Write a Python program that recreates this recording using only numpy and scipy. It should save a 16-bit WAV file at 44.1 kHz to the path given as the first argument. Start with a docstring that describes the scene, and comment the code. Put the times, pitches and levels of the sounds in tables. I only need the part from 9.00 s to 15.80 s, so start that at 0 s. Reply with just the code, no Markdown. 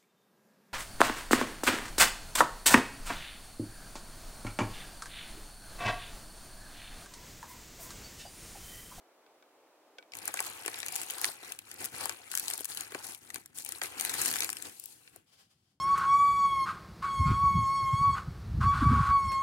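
"""A paper pastry bag is worked open by fingers on a table, close to a phone in a quiet office. Creases snap as
bright bursts and ring the panels beside them; fingers press the bag against the table in dull knocks. A rustle
of countless random buckles and sliding hiss follows the hand and dies away; soft strokes end it. Filtered room
noise and a few taps, ringing in short modes, come first; a low drone lies under the paper."""
import sys
import numpy as np
from scipy import signal
from scipy.fft import rfft, irfft
from scipy.io import wavfile
from scipy.ndimage import uniform_filter1d

SR = 44100
rng = np.random.default_rng(int(sys.argv[2]) if len(sys.argv) > 2 else 0)


def generate_wav(signal):
    """Clip the signal to [-1, 1] and save it as 16-bit WAV at the path in sys.argv[1]."""
    frames = np.transpose(np.atleast_2d(signal))
    scaled = np.clip(frames, -1, 1) * 32767
    pcm = np.round(scaled).astype(np.int16)
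    wavfile.write(sys.argv[1], SR, pcm)


N = 299880
TIME_S = np.arange(N) / SR

# Ventilation and distant air. Each row: frequency in Hz, relative density in dB per Hz.
AIR_COLOUR = [(18, -74.5), (30, -51.5), (189, -24.5), (311, -7), (649, -6), (913, -10), (988, -11),
              (1960, -20.5), (2230, -20.5), (4530, -30), (16000, -34.5)]
# Difference between the channels of the air. Each row: frequency in Hz, gain in dB.
AIR_SIDE_COLOUR = [(10, -8.0), (110, -12.5), (250, -18.0), (700, -13), (2400, -5), (4400, 4.0), (22000, -3.5)]
AIR_DB, AIR_END_S = -64, 1.13
# Drone of the building. Each row: frequency in Hz, gain in dB.
HUM_COLOUR = [(30, -23.0), (70, -15.0), (90, -1), (190, -7), (400, -17.0)]

# Light taps at the table. Each row: start in seconds, level in dB.
TAPS = [(0.264, -61.5), (.425, -58.5), (0.9842, -46), (0.986, -48), (1.026, -55)]
# Modes of the tapped thing. Each row: frequency in Hz, relative level in dB, 60 dB decay time in seconds.
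TAP_MODES = [(528, -8, .06), (834, -4.5, 0.062), (1506, 0, 0.051), (2280, -5, 0.069), (3180, -7, 0.0256),
             (3440, -11, 0.032)]

# Fingertip strokes on the paper. Each row: start in seconds, length in seconds, level in dB.
STROKES = [(6.25, 0.053, -70), (6.305, 0.033, -63.5), (6.365, 0.043, -62), (6.485, 0.026, -68.5),
           (6.55, .17, -78)]
# Colour of a stroke. Each row: frequency in Hz, gain in dB.
STROKE_COLOUR = [(400, -4), (2500, -7), (3100, -0.5), (3800, -5.5), (5000, -1.5), (6000, -7.5), (9500, -8),
                 (16000, -19)]

# Dull knocks as fingers push the bag against the table; the row at 2.24 s is the long ring of the panel #
# beside the loud crease there. Each row: start in seconds, level in dB before trim, centre in Hz.
KNOCKS = [(1.289, -43, 738), (1.34, -40.5, 810.0), (1.403, -37.5, 845), (1.467, -46.5, 850),
          (1.659, -43, 492), (1.679, -39, 676), (1.829, -49, 793), (2.24, -45, 1587), (2.244, -59, 487),
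          (2.287, -44.5, 815), (2.428, -51.5, 400), (3.097, -52, 883), (3.605, -46.5, 476.4),
          (3.92, -49, 474), (3.95, -37.5, 540), (4.357, -53, 386), (4.816, -39, 639), (6.159, -57, 490)]

# Hand movements that crumple or slide the paper. Each row: start in seconds, length in seconds,
# sheet level in dB, crisp treble over the sheet in dB, table rumble over the sheet in dB (before trims).
SQUEEZES = [(1.12, 0.074, -53.5, -2.0, -12), (1.197, 0.1045, -49.5, -0.5, -15.0),
            (1.324, 0.15, -47.0, 2.5, -20.0), (1.467, 0.14, -50, -0.5, -16),
            (1.617, 0.18, -48.0, -0.5, -18), (1.806, 0.097, -49.5, 1.0, -18), (1.9, 0.13, -47, 5, -18),
            (2.059, 0.15, -47, 2, -22.5), (2.205, 0.077, -46.0, 6.0, -16.5), (2.302, 0.16, -56, -5, -18),
            (2.408, 0.11, -52.0, 2.0, -15), (2.562, 0.11, -64.0, 1.5, -8), (2.655, 0.11, -56, 1, -12.0),
            (2.776, 0.064, -46.0, 2.5, -11), (2.91, 0.071, -47.0, 1.5, -11.5),
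            (2.978, 0.068, -42.5, 1.0, -17.0), (3.077, 0.04, -48, -1, -14),
            (3.134, 0.163, -56.0, -1.5, -20), (3.291, 0.25, -50, 7.5, -15),
            (3.561, 0.039, -52.5, 8.5, -11.5), (3.665, 0.056, -51.0, 9.0, -16),
            (3.75, 0.065, -49.5, 5.5, -13), (3.797, 0.089, -56, -6.0, -11), (3.892, 0.11, -51.5, 0.0, -13),
            (4.012, 0.1, -52.0, 7.0, -13.5), (4.193, 0.13, -61.5, 3, -8), (4.326, 0.032, -52.0, 2.0, -8.5),
            (4.427, 0.15, -71, 0, -2), (4.54, 0.063, -57, 12.5, -11.5), (4.637, 0.13, -54.0, 5.0, -11),
            (4.807, 0.036, -43.0, 2.5, -16), (4.894, 0.075, -50, -4.5, -14.5),
            (4.963, 0.23, -43.5, 4.0, -14.5), (5.169, 0.12, -41.5, 8.0, -12),
            (5.304, 0.14, -44.5, 4.5, -13.5), (5.463, 0.166, -56, 5, -9.5), (5.624, 0.04, -50.0, 4.5, -8.5),
            (5.694, 0.23, -67, 14, -12), (5.91, 0.18, -69, 6.5, -10), (6.108, 0.059, -65.5, 1, -5)]
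# Each movement takes hold quickly, builds a little, then the paper settles.
ATTACK_S, BUILD_DB, SETTLE_DB_PER_S = .028, 2.5, 210
# Colours of the three parts of the rustle. Each row: frequency in Hz, gain in dB.
CRISP_COLOUR = [(2500, -14.5), (4000, -7), (5500, -7), (8600, 0), (11000, -2), (13500, -7.5), (16000, -9.5)]
SHEET_COLOUR = [(280, -12.5), (500, 1), (670, -5.5), (870, 0.5), (1200, -3.5), (1750, -1.5), (2750, -1.5),
                (3500, -9.5), (5500, -22)]
RUMBLE_COLOUR = [(25, -22), (60, -11), (92, 1), (170, -0.5), (235, 3.5), (350, 2.5), (450, -4), (750, -20)]

# Small creases that give way at random.
CREASES_PER_S, CREASES_FROM_S, CREASES_TO_S = 45, 1.14, 5.72
# Loudest creases. Each row: start in seconds, crack level in dB and panel level in dB (before trims),
# panel centre in Hz, left minus right in dB (the panel takes half of it).
SNAPS = [(1.1197, -65, -50, 4150, 2), (1.1353, -52, -42.5, 2320, 8), (1.1515, -42, -48, 1510, -1),
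         (1.1694, -42, -59, 1810, 7), (1.1867, -41.5, -52, 2630, 6), (1.2543, -35.5, -63, 1210, -2),
         (1.2775, -29, -36, 1300, 6), (1.34, -31.5, -40, 1450, 3), (1.372, -43, -38, 2200, -1),
         (1.3913, -46, -32, 2230, 9), (1.4036, -28.5, -40, 1250, 2), (1.4648, -37.5, -55, 1700, -13),
         (1.6502, -56, -43, 1965, 13), (1.6605, -32.5, -37.5, 3050, 9), (1.6788, -34, -35.5, 1840, 3),
         (1.7417, -44, -39.5, 3240, 1), (1.7875, -40, -56, 2260, 6), (1.802, -38, -45, 2700, 4),
         (1.8294, -46.5, -36.5, 2520, 23), (1.862, -34.5, -45, 1650, 6), (1.8829, -34.5, -41, 1930, 4.5),
         (1.9244, -38.5, -59, 2440, 6), (1.9554, -30.5, -43, 1820, 8), (1.9611, -30.5, -43.5, 2430, -1),
         (2.0149, -36.5, -42, 1830, -4), (2.0998, -38, -39, 2160, 27), (2.1068, -33, -47, 2119, -3),
         (2.2144, -32, -45, 1850, 4), (2.2434, -27, -25, 1805, -3), (2.2529, -31, -42.5, 1910, 14.5),
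         (2.5205, -35.5, -41.5, 2460, 7), (2.589, -41, -44.5, 2597, 2), (2.714, -42, -48.5, 2620, 8.5),
         (2.741, -46, -68, 1800, 4), (2.8428, -35, -46, 1920, 11), (2.8496, -34, -45, 2320, 16),
         (2.856, -33, -48, 1840, 1), (3.0559, -30.5, -36, 1090, 16), (3.094, -31.5, -33, 1471, 12),
         (3.315, -36, -44, 2500, 9), (3.3379, -43, -40, 1459, 12), (3.3514, -27.5, -40.5, 2018, 3),
         (3.374, -26.5, -39, 2080, 8), (3.383, -35, -48.5, 3100, 6), (3.3961, -29.5, -44, 2580, 4),
         (3.481, -31, -35.5, 3500, 10), (3.5007, -33, -41.5, 2248, 6), (3.509, -39, -38, 2640, 17),
         (3.536, -30.5, -46, 1994, 6), (3.577, -36.5, -50, 2296, 10), (3.6062, -38, -56, 2328, 12),
         (3.645, -33.5, -47, 2654, 10), (3.6536, -32.5, -47, 1652, 5), (3.7475, -40, -54, 1880, 13),
         (3.7723, -34.5, -39, 3181, 8), (3.8075, -33.5, -44, 2383, 9), (3.92, -49, -47, 1491, 6),
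         (3.9466, -41.5, -35, 1625, 10.5), (4.067, -40.5, -60, 2400, 11), (4.147, -41.5, -51, 2703, 12),
         (4.3024, -43.5, -44, 1613, 5), (4.3433, -36, -46, 2113, 9), (4.358, -37.5, -40, 1653, 5),
         (4.4591, -46.5, -60.5, 1640, 3), (4.5852, -35.5, -49, 2820, 15), (4.648, -36, -64, 2714, 11.5),
         (4.6614, -40, -44.5, 2460, 10), (4.6894, -35, -52, 1559, 7), (4.721, -34.5, -46.5, 1975, 7),
         (4.8158, -38, -31.5, 1797, 2), (4.8352, -34.5, -52, 1430, 10), (4.9969, -32.5, -38, 2924, 3),
         (5.0095, -29, -42, 2299, 13), (5.0495, -28.5, -35, 2831, 7), (5.0941, -35, -35.5, 3270, 9),
         (5.1395, -32, -38.5, 2435, 12), (5.216, -27, -41, 1942, 12), (5.258, -26.5, -36, 2250, 8),
         (5.2798, -30, -42, 1720, 3), (5.313, -32.5, -39, 2630, 0), (5.3378, -33, -36.5, 2720, 6),
         (5.357, -31, -35, 1636, 11.5), (5.3654, -34.5, -40, 1960, 3), (5.3859, -36, -40, 3700, -1),
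         (5.4048, -28.5, -35, 2310, 9), (5.4212, -44, -31.5, 3413, -3), (5.432, -34.5, -39, 1560, 4),
         (5.4448, -30.5, -39, 2340, 11), (5.4906, -36, -35.5, 1610, 13), (5.5011, -32, -48.5, 2732, 6),
         (5.5288, -34.5, -42.5, 1688, 8), (5.5685, -40, -42.5, 2830, 12), (5.6232, -36.5, -50, 1831, 17),
         (5.7974, -39.5, -75, 3140, 10), (5.8383, -43.5, -63, 2520, 11), (5.857, -39.5, -70, 2810, 9),
         (6.0758, -70.5, -52.5, 2590, 8), (6.1604, -48.5, -64, 1210, 10)]
# A tight crease moves little paper and cracks higher; CRACK_HZ is for crack and panel equally loud.
CRACK_HZ, CRACK_OCT_PER_DB, CRACK_SCATTER_OCT = 7990, 0.02, .07

PORT_LAG_SAMPLES = 7
TOP_HZ = 16100


def undb(db):
    """Decibels to gain."""
    return 10 ** (np.asarray(db) / 20)


def unit(x):
    """Scale to rms 1 over all channels."""
    return x / np.sqrt(np.mean(x ** 2) + 1e-20)


def colour(x, points):
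    """Filter by a spectrum of (Hz, dB) points; outside them -60 dB."""
    points_hz, points_db = np.transpose(points)
    size = x.shape[-1]
    hz = np.arange(size // 2 + 1) * SR / size
    gain_db = np.interp(np.log(hz + 1), np.log(points_hz), points_db, left=-60, right=-60)
    return irfft(rfft(x) * undb(gain_db), size)


def resonate(x, hz, q):
    """One broad resonance, applied twice for steep skirts."""
    top_hz = .4 * SR
    b, a = signal.iirpeak(min(hz, top_hz), max(q, hz / top_hz), SR)
    return signal.lfilter(b, a, signal.lfilter(b, a, x))


def pan(left_minus_right_db):
    """Left and right gains of constant power."""
    return unit(undb(np.array([[left_minus_right_db], [-left_minus_right_db]]) / 2))


def add(out, start_s, x):
    """Mix x into out from start_s."""
    i = int(start_s * SR)
    out[:, i:i + x.shape[1]] += x[:, :N - i]


def burst_level(x, db, size=256):
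    """Give each channel of a burst the energy of 6 ms at db."""
    return x * undb(db) * np.sqrt(size / np.sum(x ** 2, axis=1, keepdims=True))


def flutter(rise_s, decay_s, likeness, size=1024):
    """Bending waves scatter through creased paper: a short noisy burst that reaches the left port first."""
    t = np.arange(size) / SR
    noise = rng.standard_normal((3, size))
    share = np.clip(likeness, 0, 1)  # power common to both ports
    pair = share ** .5 * noise[0] + (1 - share) ** .5 * noise[1:]
    left, right = pair * (1 - np.exp(-t / rise_s)) ** 2 * np.exp(-t / decay_s)
    return np.array([left, np.roll(right, PORT_LAG_SAMPLES)])


def movement(start_s, length_s, db):
    """Amplitude of one movement of the hand: attack, a building hold, release."""
    t = TIME_S - start_s
    build_db = BUILD_DB * (np.clip(t / length_s, 0, 1) - .5)
    settle_db = SETTLE_DB_PER_S * np.maximum(t - length_s, 0)
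    return np.clip(t / ATTACK_S, 0, 1) * undb(db + build_db - settle_db)


def effort(moves):
    """Level in dB of overlapping movements (start, length, dB); their powers add."""
    return 10 * np.log10(sum(movement(*move) ** 2 for move in moves) + 1e-16)


def air(after_db=-27):
    """Soft ventilation noise, alike in both channels in the bass; it drops away as the paper starts."""
    mid, side = rng.standard_normal((2, N))
    side = colour(side, AIR_SIDE_COLOUR)
    noise = unit(colour(mid + side * np.array([[1], [-1]]), AIR_COLOUR))
    return noise * undb(AIR_DB + np.interp(TIME_S, [AIR_END_S, AIR_END_S + 0.079], [0, after_db]))


def hum(hum_db=-77.0):
    """A low noisy drone of the building lies under the paper, from the time the air drops."""
    drone = unit(colour(rng.standard_normal((1, N)), HUM_COLOUR))
    return drone * undb(hum_db) * (TIME_S > AIR_END_S) * pan(2)


def taps(size=8192):
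    """Small knocks ring a few short modes, with a dry tick and no bass."""
    out, t = np.zeros((2, N)), np.arange(size) / SR
    high_pass = signal.butter(2, 330, "high", fs=SR)
    for start_s, db in TAPS:
        ring = np.zeros((2, size))
        for hz, mode_db, t60_s in TAP_MODES:
            phase = rng.normal(0, 1, (2, 1))
            ring += undb(mode_db - 60 * t / t60_s) * np.sin(2 * np.pi * hz * t + phase)
        tick = resonate(rng.standard_normal((2, size)) * np.exp(-t / 0.0018), 2600, q=0.88)
        add(out, start_s, burst_level(signal.lfilter(*high_pass, ring + 6 * tick), db))
    return out


def stroke():
    """Skin sliding over paper gives a soft, even swish."""
    swish = unit(colour(rng.standard_normal((2, N)), STROKE_COLOUR))
    return swish * undb(effort(STROKES)) * pan(4.13)


def knocks(trim_db=1.5):
    """Fingers push the bag against the table: a dull papery knock."""
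    out = np.zeros((2, N))
    for start_s, db, hz in KNOCKS:
        knock = resonate(flutter(rise_s=.0006, decay_s=0.0048, likeness=0.99), hz, q=.85)
        add(out, start_s, burst_level(knock, db + trim_db) * pan(2.0))
    return out


def buckles(rate_per_s, spread_db, decay_s, likeness, slide_db, centre_hz, count=20):
    """Tiny buckles of very unequal size, on facets that each have their own pitch, above the hiss of sliding paper."""
    out = np.zeros((2, N))
    for octave in np.linspace(-1, 1, count):
        pops = np.zeros(N)
        at = np.flatnonzero(rng.random(N) < rate_per_s / count / SR)
        size_db = spread_db * np.minimum(rng.exponential(size=len(at)), 2)
        pops[at] = undb(size_db) * rng.choice([-1, 1], len(at))
        burst = flutter(rise_s=0.00066, decay_s=decay_s, likeness=likeness)
        facet = resonate(burst, centre_hz * 2 ** octave, q=1.84) + 0.16 * burst
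        facet = burst_level(facet, 0) * pan(3 * rng.standard_normal())
        out += signal.oaconvolve(pops[None], facet, axes=1)[:, :N]
    # even out the loudness over about 60 ms, so that no chance buckle stands out
    local_power = uniform_filter1d(np.mean(out ** 2, axis=0), size=2600)
    out /= np.sqrt(local_power + 0.033 * local_power.mean())
    slide = undb(slide_db)
    return (out + slide * rng.standard_normal((2, N))) / np.sqrt(1 + slide ** 2)


def crease(crack_db, panel_db, panel_hz, side_db):
    """A crease pops through with a bright crack; the panel beside it rings, the longer the lower it is."""
    octaves = CRACK_OCT_PER_DB * (crack_db - panel_db) + CRACK_SCATTER_OCT * rng.standard_normal()
    crack_decay_s = 0.0013 * undb(rng.standard_normal())
    crack = flutter(rise_s=0.00036, decay_s=crack_decay_s, likeness=0.046)
    crack = resonate(crack, CRACK_HZ * 2 ** octaves, q=1.22)
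    panel = flutter(rise_s=0.00059, decay_s=0.0013 + 0.57 / panel_hz, likeness=0.67)
    panel = resonate(panel, panel_hz, q=0.953)
    return burst_level(crack, crack_db) * pan(side_db) + burst_level(panel, panel_db) * pan(.5 * side_db)


def small_creases(crisp_db, sheet_db, crack_db=-3.0, panel_db=-6.5, scatter_db=3.0, panel_hz=2100, side_db=5):
    """Lesser creases tick between the big ones, as loud as the hand is working."""
    out = np.zeros((2, N))
    for slot_s in np.arange(CREASES_FROM_S, CREASES_TO_S, 1 / CREASES_PER_S):
        start_s = slot_s + rng.random() / CREASES_PER_S
        size, pitch, side = np.clip(rng.standard_normal(3), -2, 2)
        i, size_db = int(start_s * SR), scatter_db * size
        tick = crease(crisp_db[i] + crack_db + size_db, sheet_db[i] + panel_db + size_db,
                      panel_hz * 2 ** (.4 * pitch), side_db + 4 * side)
        add(out, start_s, tick)
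    return out


def rustle(crisp_trim_db=-0.96, sheet_trim_db=-0.63, rumble_trim_db=0.3):
    """Harder handling makes more buckles a second and louder creases; at the end the fingers mostly slide."""
    start_s, length_s, level_db, treble_db, bass_db = np.transpose(SQUEEZES)
    sheet_db = effort(zip(start_s, length_s, level_db))
    crisp_db = effort(zip(start_s, length_s, level_db + treble_db))
    rumble_db = effort(zip(start_s, length_s, level_db + bass_db))
    rate_per_s = 850 * undb(.25 * (crisp_db + 45))
    slide_db = np.interp(TIME_S, [5.6, 5.8], [-1, 8])
    fine = buckles(rate_per_s, spread_db=7.5, decay_s=0.0015, likeness=0.057,
                   slide_db=slide_db, centre_hz=8060)
    broad = buckles(rate_per_s, spread_db=4.5, decay_s=0.0018, likeness=0.8,
                    slide_db=slide_db - 3.5, centre_hz=1423.0)
    sway = broad + 0.27 * broad.mean(axis=0)  # the lowest sway is more alike at both ports
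    crisp = unit(colour(fine, CRISP_COLOUR)) * undb(crisp_db + crisp_trim_db) * pan(5.4)
    sheet = unit(colour(1.7 * fine + broad, SHEET_COLOUR)) * undb(sheet_db + sheet_trim_db) * pan(2.6)
    rumble = unit(colour(sway, RUMBLE_COLOUR)) * undb(rumble_db + rumble_trim_db) * pan(3.8)
    return crisp + sheet + rumble + small_creases(crisp_db, sheet_db)


def snaps(crack_trim_db=0.8, panel_trim_db=0.74):
    """The big creases, one by one, each a crack with its panel."""
    out = np.zeros((2, N))
    for start_s, crack_db, panel_db, panel_hz, side_db in SNAPS:
        add(out, start_s, crease(crack_db + crack_trim_db, panel_db + panel_trim_db, panel_hz, side_db))
    return out


def table_bounce(x, share=0.33, moves_per_s=9):
    """The table returns the paper's sound a moment later; as the bag moves the delay wanders and the colour shifts."""
    steps_s = np.arange(0, TIME_S[-1] + 1, 1 / moves_per_s)
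    bounced = []
    for side in x:
        delay_s = np.interp(TIME_S, steps_s, rng.uniform(.00015, .0008, len(steps_s)))
        bounced.append(np.interp(TIME_S - delay_s, TIME_S, side))
    return (x + share * np.array(bounced)) / np.sqrt(1 + share ** 2)


def office(x, t60_s=0.087, wet_db=-16, size=16384):
    """Table, hands and walls return a short diffuse tail, weak in the top treble."""
    t = np.arange(size) / SR
    decay = undb(-60 * t / t60_s) * (1 + 5 * np.exp(-t / 0.0081)) * (t > .002)
    tail = signal.lfilter(*signal.butter(1, 7000, fs=SR), rng.standard_normal((2, size)) * decay)
    return x + undb(wet_db) * signal.oaconvolve(x, unit(tail) / np.sqrt(size), axes=1)[:, :N]


def scene():
    """Paper and taps in the room, over its air and drone."""
    paper = table_bounce(snaps() + rustle())
    return air() + hum() + office(knocks() + stroke() + taps() + paper)


def record(dry):
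    """The phone cuts the top with a steep low-pass."""
    return signal.sosfilt(signal.ellip(10, .2, 80, TOP_HZ, fs=SR, output="sos"), dry)


dry = scene()
out = record(dry)
generate_wav(out)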